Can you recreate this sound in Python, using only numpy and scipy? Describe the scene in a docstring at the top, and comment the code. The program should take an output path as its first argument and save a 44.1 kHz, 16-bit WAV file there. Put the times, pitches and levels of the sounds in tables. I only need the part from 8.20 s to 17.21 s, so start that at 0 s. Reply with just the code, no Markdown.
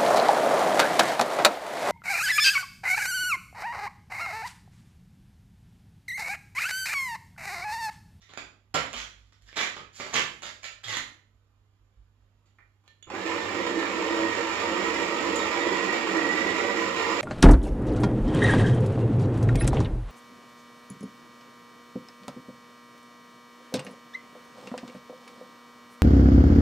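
"""Close in a kitchen with a wooden floor: a fridge hums under low room rumble and a faint hiss.
Foil coffee packets, right of the microphone, rustle, are flicked off a stack and slap and skid on the boards.
Someone steps up to an electric burr grinder, slightly left, seats the filter holder and clicks it on.
Beans crack between the burrs and shake the housing, while the gears whine and sag with the load.
Foil is filtered clumps of clicks, beans are filtered random fractures, motor and gears are swaying sines."""
import sys
import numpy as np
from scipy import signal
from scipy.fft import rfft, irfft
from scipy.io import wavfile
from scipy.ndimage import uniform_filter1d

SR = 44100
rng = np.random.default_rng(int(sys.argv[2]) if len(sys.argv) > 2 else 0)


def persist_wave(psi):
    """Save psi, clipped to +-1, as 16-bit WAV."""
    counts = np.round(np.clip(psi, -1, 1) * 32767).astype(np.int16)
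    wavfile.write(sys.argv[1], SR, np.atleast_2d(counts).T)


N = 397341
TIME = np.arange(N) / SR
GRID = np.fft.rfftfreq(16384, 1 / SR)  # f/Hz at which filter curves are drawn

# gear mesh at full speed, sagging with the load: t/s, f/Hz, whine relative level/dB
GEAR_MESH = [(5.03, 1790, -8), (5.28, 1810, -6), (5.42, 1920, -4), (5.56, 1815, -6), (5.76, 1815, -9),
             (5.94, 1890, -1), (6.1, 1875, -2), (6.28, 1830, -7), (6.47, 1860, -11), (6.61, 1905, -4),
             (6.98, 1865, -8), (7.2, 1855, -5), (7.46, 1965, -6), (7.58, 1920, 1), (7.82, 1865, 0),
             (8.06, 1925, 2), (8.22, 1945, 1), (8.43, 1945, -4), (8.62, 1900, -1), (8.8, 1870, -5),
             (9.0, 1940, -6)]
# colour of beans breaking in the burrs: f/Hz, relative level/dB
BEAN_COLOUR = [(200, -27.5), (600, -1), (950, -2.5), (1300, -4), (1600, -5.2), (2300, 1), (3000, -5.5),
               (4000, -8.2), (5300, -8.4), (6200, -17), (8000, -20.3), (10000, -31), (12000, -32.5),
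               (14000, -64)]
# room sound against direct sound: f/Hz, ratio/dB
WET_RATIO = [(100, 0), (400, 2.5), (1000, 4), (2500, 9), (8000, 2)]
MOTOR_ON_S, BEANS_CAUGHT_S = 4.866, 4.898  # the motor idles for a moment before the burrs catch the beans
CRUNCH_RISE_S = 0.055  # time constant with which crunch and gear sound take up the load


def amp(db):
    """Decibels to gain."""
    return 10 ** (np.asarray(db) / 20)


def unit(x):
    """Scales to rms 1."""
    return x / np.sqrt(np.mean(x ** 2) + 1e-20)


def read(points, hz, column=1):
    """Reads a table on a log-frequency axis."""
    table = np.transpose(points)
    return np.interp(np.log(hz + 1), np.log(table[0]), table[column])


def follow(rows, column):
    """Reads a time curve at every sample."""
    table = np.transpose(rows)
    return np.interp(TIME, table[0], table[column])


def add(mix, s, sound):
    """Adds a sound at time s."""
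    part = mix[max(round(s * SR), 0):][:len(sound)]
    part += sound[:len(part)]


def bumps(modes):
    """Resonances (f/Hz, width/Hz, height/dB) as a dB curve."""
    return sum(db / (1 + (2 * (GRID - hz) / width) ** 2) for hz, width, db in modes)


def colour(x, db):
    """Causal (minimum-phase) filter of unit energy with the given dB curve."""
    log_gain = np.log(amp(np.r_[db, db[-2:0:-1]]))
    ring = np.fft.ifft(np.exp(np.conj(signal.hilbert(log_gain)))).real[:len(GRID) - 1]
    return signal.oaconvolve(x, ring / np.linalg.norm(ring))[:len(x)]


def drift(hz):
    """Random wandering of rms 1, up to about the given rate."""
    size = 2 ** 19
    lowpass = 1 + (np.fft.rfftfreq(size, 1 / SR) / hz) ** 4
    return unit(irfft(rfft(rng.standard_normal(size)) / lowpass)[:N])


def grains(per_s, spread_db, size):
    """Random clicks, a few much larger than the rest."""
    strength = amp(spread_db * np.minimum(rng.exponential(1, size), 4))
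    return strength * rng.choice([-1., 1.], size) * (rng.random(size) < per_s / SR)


def burst(x, db):
    """Gives a short sound the energy of a twentieth of a second at this level."""
    return amp(db) * x * np.sqrt(SR / 20 / (np.sum(x ** 2) + 1e-20))


def envelope(swell, hold, fade):
    """Straight rise, hold, exponential fade."""
    t = TIME[:SR // 2]
    return np.minimum(t / swell, 1) * np.exp(-np.maximum(t - swell - hold, 0) / fade)


def rise(start_s, rise_s):
    """Goes from 0 towards 1 exponentially, starting at start_s."""
    return 1 - np.exp(-np.maximum(TIME - start_s, 0) / rise_s)


def background(air_db=-69):
    """Low room rumble and a faint hiss are coloured noise; the fridge's mains hum is two slowly swaying sines."""
    # room air: f/Hz, relative level/dB
    air_colour = [(12, -32), (35, -18.5), (49, 6.5), (65, -1.5), (85, -8), (130, -13), (300, -18),
                  (1200, -22.5), (2000, -26.5), (5000, -29.5), (8000, -42), (14000, -40.5)]
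    # fridge hum: f/Hz, level/dB
    fridge_tones = [(99.5, -69), (146, -98.5)]
    # the first second is dropped, so the filter has settled
    air = amp(air_db) * colour(rng.standard_normal(N + SR), read(air_colour, GRID))[SR:]
    hum = sum(amp(db) * np.sqrt(2) * np.sin(2 * np.pi * hz * TIME) for hz, db in fridge_tones)
    return air, hum * amp(.7 * drift(hz=2))


def crumple(shape, db, tilt, modes, creases_per_s=3000, thinning=.3, facet_width=.22, count=6):
    """Foil buckles in clumps of tiny creases, its facets ringing at several pitches; gentle handling makes fewer."""
    clump_db, clump_s, facet_ring_db = 4.5, 0.014, 11
    # foil wall: f/Hz, relative level/dB
    foil_colour = [(30, -21), (70, -10), (150, -3.5), (300, -3), (600, 1.5), (1000, -0.5), (1500, -0.5),
                   (2000, 2.5), (2600, -1.5), (3300, -1), (5000, -3.5), (7000, -14), (9000, -20),
                   (14000, -37)]
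    wall = read(foil_colour, GRID) + tilt * np.log2(np.maximum(GRID, 150) / 1000) + bumps(modes)
    size = len(shape)
    facet_creases_per_s = creases_per_s / count * amp(thinning * (db + 30))
    out = np.zeros(size)
    for hz in np.geomspace(1300, 6000, count) * rng.uniform(.85, 1.15, count):
        clumps = unit(uniform_filter1d(rng.standard_normal(size), round(clump_s * SR)))
        creases = shape * amp(clump_db * clumps) * grains(facet_creases_per_s, spread_db=3.3, size=size)
        out += colour(creases, wall + bumps([(hz, facet_width * hz, facet_ring_db)]))
    return burst(out, db)


def packets(ring_width=0.16):
    """Packets crinkle and rustle, slap the floor and skid; one takes a glancing blow and rings hollowly."""
    swell_share = 0.27  # a crinkle swells for this share of its length; the rest sets its fade
    crinkle_ring_db, landing_ring_db, landing_fade_s = 5, 4.5, 0.024
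    # foil crinkles and rustles as packets are handled and flicked:
    # t/s, relative level/dB, length/s, tilt/(dB per octave), ring f/Hz
    crinkles = [(0.0, -57.5, 0.08, 3.5, 3830), (0.084, -54.5, 0.05, -1, 3800),
                (0.172, -41, 0.012, -0.5, 450), (0.722, -41, 0.05, -0.5, 1100),
                (0.764, -37.5, 0.045, 2.6, 6000), (0.962, -66, 0.13, 5.5, 2000),
                (1.12, -65, 0.018, 1.5, 500), (1.21, -67, 0.037, 9, 3300), (1.254, -53, 0.1, 3, 3300),
                (1.562, -44, 0.03, -2, 190), (1.722, -42.5, 0.18, 5.5, 7000),
                (1.785, -35.5, 0.087, -1, 600), (2.06, -60, 0.2, 9, 11000), (2.218, -37, 0.059, 1.5, 603),
                (2.632, -40, 0.039, 3.5, 3450)]
    # slap and skid: t/s, relative level/dB, swell/s, skid/s, tilt/(dB per octave), ring f/Hz
    slaps = [(0.54, -26.8, 0.007, .003, -1.8, 950), (1.356, -25.4, 0.022, 0.041, 0.6, 2070),
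             (1.924, -22.7, 0.028, 0.031, 0.6, 2150), (2.671, -28.9, 0.009, 0.09, 1.8, 2120)]
    # glancing blow, one row: t/s, relative level/dB, swell/s, fade/s, tilt/(dB per octave)
    glancing_blow = (2.426, -37.5, 0.02, 0.02, 2.8)
    # hollow ring of the packet: f/Hz, width/Hz, height/dB
    hollow_modes = [(603, 100, 8), (1770, 220, 5), (2360, 260, 8), (2850, 320, 7), (4060, 300, 4),
                    (5030, 400, 6), (7000, 1200, 4)]
    out = np.zeros(N)
    for s, db, length, tilt, hz in crinkles:
        shape = envelope(swell_share * length, 0, (1 - swell_share) * length)
        add(out, s, crumple(shape, db, tilt, [(hz, ring_width * hz, crinkle_ring_db)]))
    for s, db, swell, skid, tilt, hz in slaps:
        shape = envelope(swell, skid, landing_fade_s)
        add(out, s, crumple(shape, db, tilt, [(hz, ring_width * hz, landing_ring_db)]))
    s, db, swell, fade, tilt = glancing_blow
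    add(out, s, crumple(envelope(swell, 0, fade), db, tilt, hollow_modes))
    return out


def snaps(snap_db=-18.2):
    """Stiff folds flip over, chatter for an instant and ring; gentle ones are duller."""
    chatter_fade_s, ring_share = 0.001, 0.25  # ring width is this share of its pitch
    dulling = 0.3  # dB per octave above 3 kHz, for each dB below -24 in the table
    # folds: t/s, level/dB ahead of snap_db, ring f/Hz, ring height/dB
    folds = [(0.091, -43, 2450, 4), (0.122, -47, 1873, 4), (0.135, -32.5, 1740, 14), (0.173, -25.5, 550, 6),
             (0.542, -17.5, 950, 8), (0.548, -17, 1990, 9), (0.556, -16.5, 1700, 11), (0.560, -19, 585, 16),
             (0.573, -21, 2300, 13), (0.635, -30, 560, 14), (0.661, -31, 600, 14), (0.729, -26.5, 500, 14),
             (0.736, -24.5, 590, 11), (0.741, -23.5, 3136, 16), (0.764, -24.5, 2320, 5),
             (0.800, -25.5, 2290, 6), (1.123, -49, 600, 6), (1.288, -39, 1677, 13), (1.327, -35, 2247, 11),
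             (1.369, -26, 1840, 10), (1.376, -16, 2080, 11), (1.411, -19, 2080, 12), (1.431, -22, 1900, 13),
             (1.469, -27, 1900, 13), (1.493, -31, 950, 11), (1.566, -33, 1170, 14), (1.577, -34, 1500, 10),
             (1.864, -33, 1300, 12), (1.933, -27, 830, 13), (1.942, -23, 1220, 13), (1.954, -16, 1950, 11),
             (1.967, -18, 1700, 11), (1.994, -15, 2150, 15), (2.221, -33, 1890, 5),
             (2.641, -25.5, 3450, 26), (2.739, -20.5, 3450, 25), (2.768, -16, 1830, 15)]
    # colour of a fold: f/Hz, relative level/dB
    fold_colour = [(100, -14), (400, 0.5), (1000, 1.5), (2500, 3.5), (5000, -0.5), (7500, -8.5),
                   (10000, -16), (14000, -33)]
    out, t = np.zeros(N), TIME[:SR // 8]
    for s, db, hz, ring_db in folds:
        treble = dulling * min(db + 24, 0) * np.log2(np.maximum(GRID, 3000) / 3000)
        fold = read(fold_colour, GRID) + treble + bumps([(hz, ring_share * hz, ring_db)])
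        chatter = grains(per_s=4000, spread_db=1.0, size=len(t)) * np.exp(-t / chatter_fade_s)
        flip = signal.unit_impulse(len(t)) + chatter
        add(out, s + .002, burst(colour(flip, fold), db + snap_db))
    return out


def floorboards(swell_s=0.03, fade_s=0.07):
    """Weight and landings push the floor, which swings at a low mode and settles."""
    # soft thuds on the boards: t/s, level/dB, f/Hz
    thud_rows = [(0.545, -55.5, 60), (0.749, -50.5, 52.7), (0.96, -61, 54.7), (1.22, -58.5, 50.4),
                 (2.25, -65, 60), (2.65, -48.5, 110.6), (3.761, -56, 51.4)]
    out, t = np.zeros(N), TIME[:SR // 2]
    for s, db, hz in thud_rows:
        swing = np.sin(2 * np.pi * hz * t) * (1 - np.exp(-t / swell_s)) * np.exp(-t / fade_s)
        add(out, s, burst(swing, db))
    return out


def clicks():
    """Hard little knocks on metal and plastic are fading coloured noise; the steel rings on in sines."""
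    # filter holder, switch, one hard bean: t/s, relative level/dB, fade/s, rings as (f/Hz, width/Hz, height/dB)
    knock_rows = [(4.258, -72, 0.04, [(2800, 1500, 3), (4700, 994, 9.5), (7000, 1200, 7)]),
                  (4.386, -59.5, 0.011, [(1260, 600, 12), (2000, 1000, 21), (3000, 900, -6),
                  (7500, 3000, -6)]), (4.638, -73, 0.03, [(1000, 600, 12)]),
                  (4.66, -75, 0.02, [(3500, 2000, 6), (6200, 1500, 10)]),
                  (4.678, -60.5, 0.002, [(1410, 400, 3), (2950, 700, 3), (4250, 900, 11), (5900, 800, 9),
                  (6950, 700, 8)]), (4.826, -59, 0.0025, [(2250, 600, 8), (3000, 450, 11), (3456, 300, 12),
                  (4350, 500, 11), (7100, 1100, 19)]), (7.157, -42.5, 0.014, [(7200, 2000, 16),
                  (10700, 3500, 11)])]
    # colour of a knock: f/Hz, relative level/dB
    knock_colour = [(100, -18.5), (350, 6), (1000, 1), (2500, 4), (5000, -5), (7500, -12), (10000, -16),
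                    (14000, -26)]
    # steel filter holder and switch: t/s, relative level/dB, f/Hz, fade/s
    steel_tones = [(4.678, -65.5, 1793, 0.04), (4.678, -70, 4200, 0.018), (4.826, -59, 3456, 0.011),
                   (4.826, -66, 6794, 0.008)]
    out, t = np.zeros(N), TIME[:SR // 4]
    for s, db, fade, rings in knock_rows:
        knock = rng.standard_normal(len(t)) * np.exp(-t / fade)
        add(out, s, burst(colour(knock, read(knock_colour, GRID) + bumps(rings)), db))
    for s, db, hz, fade in steel_tones:
        add(out, s, burst(np.sin(2 * np.pi * hz * t) * np.exp(-t / fade), db))
    return out


def loading(rise_s, empty_db):
    """Gain of one grinder sound: the motor idles, the burrs catch the beans, then slowly fill."""
    kick_s, fill_s = 0.006, 0.83  # time constants of the motor's first jolt and of the filling burrs
    idle = amp(-14.5)  # against grinding
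    running = idle * rise(MOTOR_ON_S, kick_s) + (1 - idle) * rise(BEANS_CAUGHT_S, rise_s)
    return running * amp(empty_db * (1 - rise(BEANS_CAUGHT_S, fill_s)))


def resonate(x, hz, width):
    """A resonance that follows the curve hz."""
    turn, r = np.exp(2j * np.pi * np.cumsum(hz) / SR), np.exp(-np.pi * width / SR)
    return unit((turn * signal.lfilter([1], np.poly([r, r]), x / turn)).real)


def burr_bite(mesh_hz, tooth_depth=0.28, lopsided_depth=0.16, feed_db=1.2):
    """Beans are drawn in unevenly, pinched by each breaker tooth and twice a turn by the uneven gap."""
    turns_per_s, teeth = 16, 3  # speed of the cone burr at the average mesh pitch; its breaker teeth
    turns = np.cumsum(mesh_hz / follow(GEAR_MESH, 1).mean()) * turns_per_s / SR
    tooth_pinch = tooth_depth * np.cos(2 * np.pi * teeth * turns)
    gap_squeeze = lopsided_depth * np.cos(2 * np.pi * 2 * turns)
    return amp(feed_db * drift(hz=36.0)) * (1 + tooth_pinch + gap_squeeze)


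def housing_shake(bite, surge_db, level_db=-30.2, surge_share=0.4):
    """Big fractures shake housing and trolley; their rumble builds only as the burrs take up the load."""
    # housing: f/Hz, relative level/dB
    body_colour = [(12, -50), (30, -52), (50, -53), (75, -16.5), (135, -25.5), (185, -7.5), (250, -5.5),
                   (340, 0), (500, 3.8), (650, -7.5), (850, -12.5), (1100, -17), (2000, -32.5), (5000, -57)]
    # resonances of housing and trolley: f/Hz, width/Hz, height/dB
    body_modes = [(73, 6.7, 9), (111, 6, 12), (193, 13, 6), (220, 10, 3), (257, 14, -5), (284, 16, 6),
                  (338, 34, 5.5), (372, 26, 3), (406, 20, -9), (467.8, 30, 5), (502, 12, -15), (562, 24, 8),
                  (790, 31, 8), (848, 41, -24)]
    fractures = unit(bite * grains(per_s=1500, spread_db=2.5, size=N))
    shake = colour(fractures, read(body_colour, GRID) + bumps(body_modes))
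    rumble = signal.sosfiltfilt(signal.butter(4, 270, fs=SR, output="sos"), shake)
    shake = shake - rumble * (1 - rise(BEANS_CAUGHT_S, 0.11))
    return amp(level_db + surge_share * surge_db) * loading(rise_s=0.03, empty_db=-3.8) * shake


def motor_drone(speed, bite, surge_db, motor_hz=331, waver=0.026, level_db=-38.3):
    """The motor drones in the housing as a wavering sine, swelling with each bite and surge."""
    motor_pitch = motor_hz * speed * (1 + waver * drift(hz=29.0))
    motor = np.sqrt(2) * np.sin(2 * np.pi * np.cumsum(motor_pitch) / SR)
    return amp(level_db + surge_db) * loading(rise_s=0.1, empty_db=-4) * bite * motor


def bean_crunch(bite, level_db=-28.1):
    """Small fractures hiss in the burrs; the treble builds gradually from the motor's start."""
    # resonances of the burrs: f/Hz, width/Hz, height/dB
    steel_modes = [(972, 110, 8), (1040, 60, 1.5), (1188, 65, 6), (1335, 100, 5), (1835, 184, 5),
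                   (2075, 40, 2), (2311, 70, 0.7), (2738, 30, 4), (5380, 180, 2.5)]
    crumbs = unit(bite * grains(per_s=7000, spread_db=3.2, size=N))
    coloured = colour(crumbs, read(BEAN_COLOUR, GRID) + bumps(steel_modes))
    crunch = amp(level_db) * loading(CRUNCH_RISE_S, empty_db=-4.6) * coloured
    treble = signal.sosfiltfilt(signal.butter(2, 3000, "highpass", fs=SR, output="sos"), crunch)
    return crunch - treble * (1 - rise(MOTOR_ON_S, 0.06))


def gears(mesh_hz, bite, judder=0.006, whine_db=-35, half_mesh_db=-44, rasp_db=-42):
    """Meshing teeth whine, with a tone an octave below and a rasp; an off-centre gear sways the tone once a turn."""
    gear_teeth, wobble_rad = 54, 0.55
    phase = 2 * np.pi * np.cumsum(mesh_hz * (1 + judder * drift(hz=46.0))) / SR
    swaying = np.sin(phase + wobble_rad * np.sin(phase / gear_teeth))
    whine = amp(whine_db + follow(GEAR_MESH, 2)) * swaying
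    tone = np.sqrt(2) * (whine + amp(half_mesh_db) * np.sin(phase / 2))
    rasp = amp(rasp_db) * resonate(rng.standard_normal(N), mesh_hz, width=120)
    return loading(CRUNCH_RISE_S, empty_db=-3) * bite * (tone + rasp)


def grinder(spin_up_s=0.04, mains_hz=99.7, mains_db=-61):
    """Motor and gears spin up, then the bite of the burrs drives every sound except the motor field's mains hum."""
    # a big bean wedges (+) or the feed skips (-): t/s, change/dB, half length/s
    load_surges = [(5.23, -5, .04), (5.55, 6, .07), (5.67, -12, .04), (5.75, 4, .04), (5.95, 5, .09),
                   (6.35, -7, .07), (6.49, 3, .05), (7.02, 2, .09), (7.3, -6, .06), (7.46, 5, .05),
                   (7.61, -4, .05), (7.94, 4.5, .06), (8.38, 4, .05), (8.86, -4, .13)]
    speed = rise(MOTOR_ON_S, spin_up_s)
    mesh_hz = speed * follow(GEAR_MESH, 1)
    bite = burr_bite(mesh_hz)
    surge_db = sum(db * np.exp(-((TIME - s) / length) ** 2) for s, db, length in load_surges)
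    mains = amp(mains_db) * speed * np.sqrt(2) * np.sin(2 * np.pi * mains_hz * TIME)
    beans = housing_shake(bite, surge_db) + bean_crunch(bite)
    return beans + motor_drone(speed, bite, surge_db) + gears(mesh_hz, bite) + mains


def cracks(ring_width=.35, ring_db=10, fade_s=0.004):
    """Whole beans burst between the burrs, each in a spray of splinters with a pitch of its own."""
    per_s, typical_db, spread_db = 19, -44, 3  # the lesser ones come at random
    # loud bursts: t/s, level/dB, ring f/Hz
    loud_beans = [(4.951, -43, 1000), (5.062, -38, 2200), (5.077, -37, 1100), (5.466, -35, 970),
                  (6.743, -37, 1880), (6.876, -36, 940), (6.964, -38, 2320), (7.053, -36, 1130),
                  (7.202, -37, 965), (7.267, -36, 915), (7.345, -37, 980), (7.87, -36, 1150),
                  (8.155, -37, 1900), (8.385, -36, 1900), (8.572, -36, 1920), (8.796, -34, 930)]
    out, t = np.zeros(N), TIME[:SR // 8]
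    draws = rng.random((160, 3))
    times = BEANS_CAUGHT_S + np.cumsum(-np.log(1 - draws[:, 0])) / per_s
    levels = typical_db + spread_db * (4 * draws[:, 1] - 2)
    pitches = 600 * 7 ** draws[:, 2]
    lesser = [row for row in zip(times, levels, pitches) if row[0] < TIME[-1]]
    for s, db, hz in loud_beans + lesser:
        splinters = grains(per_s=4000, spread_db=2.5, size=len(t)) * np.exp(-t / fade_s)
        ringing = read(BEAN_COLOUR, GRID) + bumps([(hz, ring_width * hz, ring_db)])
        add(out, s, burst(colour(splinters, ringing), db))
    return out


def direct(x, lead_s):
    """The straight path, which reaches the left port lead_s before the right (negative: after it)."""
    gain = 1 / np.sqrt(1 + amp(read(WET_RATIO, GRID)) ** 2)
    left = colour(x, 20 * np.log10(gain)) * np.sqrt(np.mean(gain ** 2))
    late = np.clip(np.arange(N) - round(lead_s * SR), 0, N - 1)
    return np.array([left, left[late]])


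def tail(build_s=0.0027):
    """Dense reflections from hard walls along one path; the bass is alike on both sides."""
    # decay time of the kitchen: f/Hz, T60/s
    decay_times = [(100, 0.77), (400, 0.46), (1000, 0.41), (2500, 0.41), (7000, 0.37), (13000, 0.37)]
    # left-right likeness: f/Hz, correlation
    likeness = [(100, 1), (350, 0.7), (800, 0.25), (1500, 0.043), (9000, 0.11)]
    t = TIME[:SR * 3 // 4]
    hits = rng.choice([-1., 1.], (2, len(t))) * (rng.random((2, len(t))) < 4000 / SR)
    taps = hits * (1 - np.exp(-t / build_s))
    hz, at, z = signal.stft(taps, SR, nperseg=256)
    same = np.clip(read(likeness, hz), -1, 1)[:, None]
    z[0] = same * z[1] + np.sqrt(1 - same ** 2) * z[0]
    wet = amp(read(WET_RATIO, hz))[:, None]
    decay = amp(-60 * at / read(decay_times, hz)[:, None])
    # even out the energy of every band before the wet share is set
    shape = decay / np.sqrt(np.sum(decay ** 2, 1, keepdims=True) * 128 * np.mean(taps ** 2))
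    return signal.istft(z * shape * wet / np.sqrt(1 + wet ** 2), SR, nperseg=256)[1]


def reflections(x, count=4):
    """Sound leaves from ever-changing surfaces, so it is shared among several paths round the room."""
    shares = np.array([drift(hz=7) for _ in range(count)])
    shares /= np.linalg.norm(shares, axis=0)
    return sum(signal.oaconvolve((share * x)[None], tail(), axes=1)[:, :N] for share in shares)


def scene(foil_db=1.0, snap_direct_db=2.0, click_direct_db=4.0):
    """Packets right, grinder slightly left, one room; snaps and clicks beam towards the microphone."""
    air, hum = background()
    foil, folds, knocks = amp(foil_db) * packets(), snaps(), clicks()
    machine = grinder() + cracks()
    from_right = direct(foil + amp(snap_direct_db) * folds, lead_s=-7e-5)
    from_left = direct(machine + amp(click_direct_db) * knocks + air, lead_s=6e-5)
    room = reflections(foil + folds + knocks + machine + air)
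    return from_right + from_left + room + floorboards() + hum


def record(dry, edge_hz=14700):
    """Each microphone port has its own colour; then a low-pass limits the band."""
    # microphone ports: f/Hz, left level/dB, right level/dB
    port_colour = [(300, -1.5, 4.5), (750, -3, 0.5), (1200, 0.5, 5), (1800, -8, 4), (3300, -4, 3),
                   (5030, -5.5, -2), (6260, -4, 1), (7075, -11.5, 13), (7880, -13, 2), (8460, -18.5, -14),
                   (9140, -10, -10), (10000, 5, -14.5), (10500, -15.5, -12.5), (10900, 2.5, 2),
                   (12200, 4, -7), (13000, -11, -3)]
    curves = [read(port_colour, GRID, column=1 + side) for side in range(2)]
    heard = np.array([colour(x, db) * np.sqrt(np.mean(amp(db) ** 2)) for x, db in zip(dry, curves)])
    lowpass = signal.firwin(301, edge_hz, window=("kaiser", 9), fs=SR)
    return signal.oaconvolve(heard, lowpass[None], "same")


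dry = scene()
out = record(dry)
persist_wave(out)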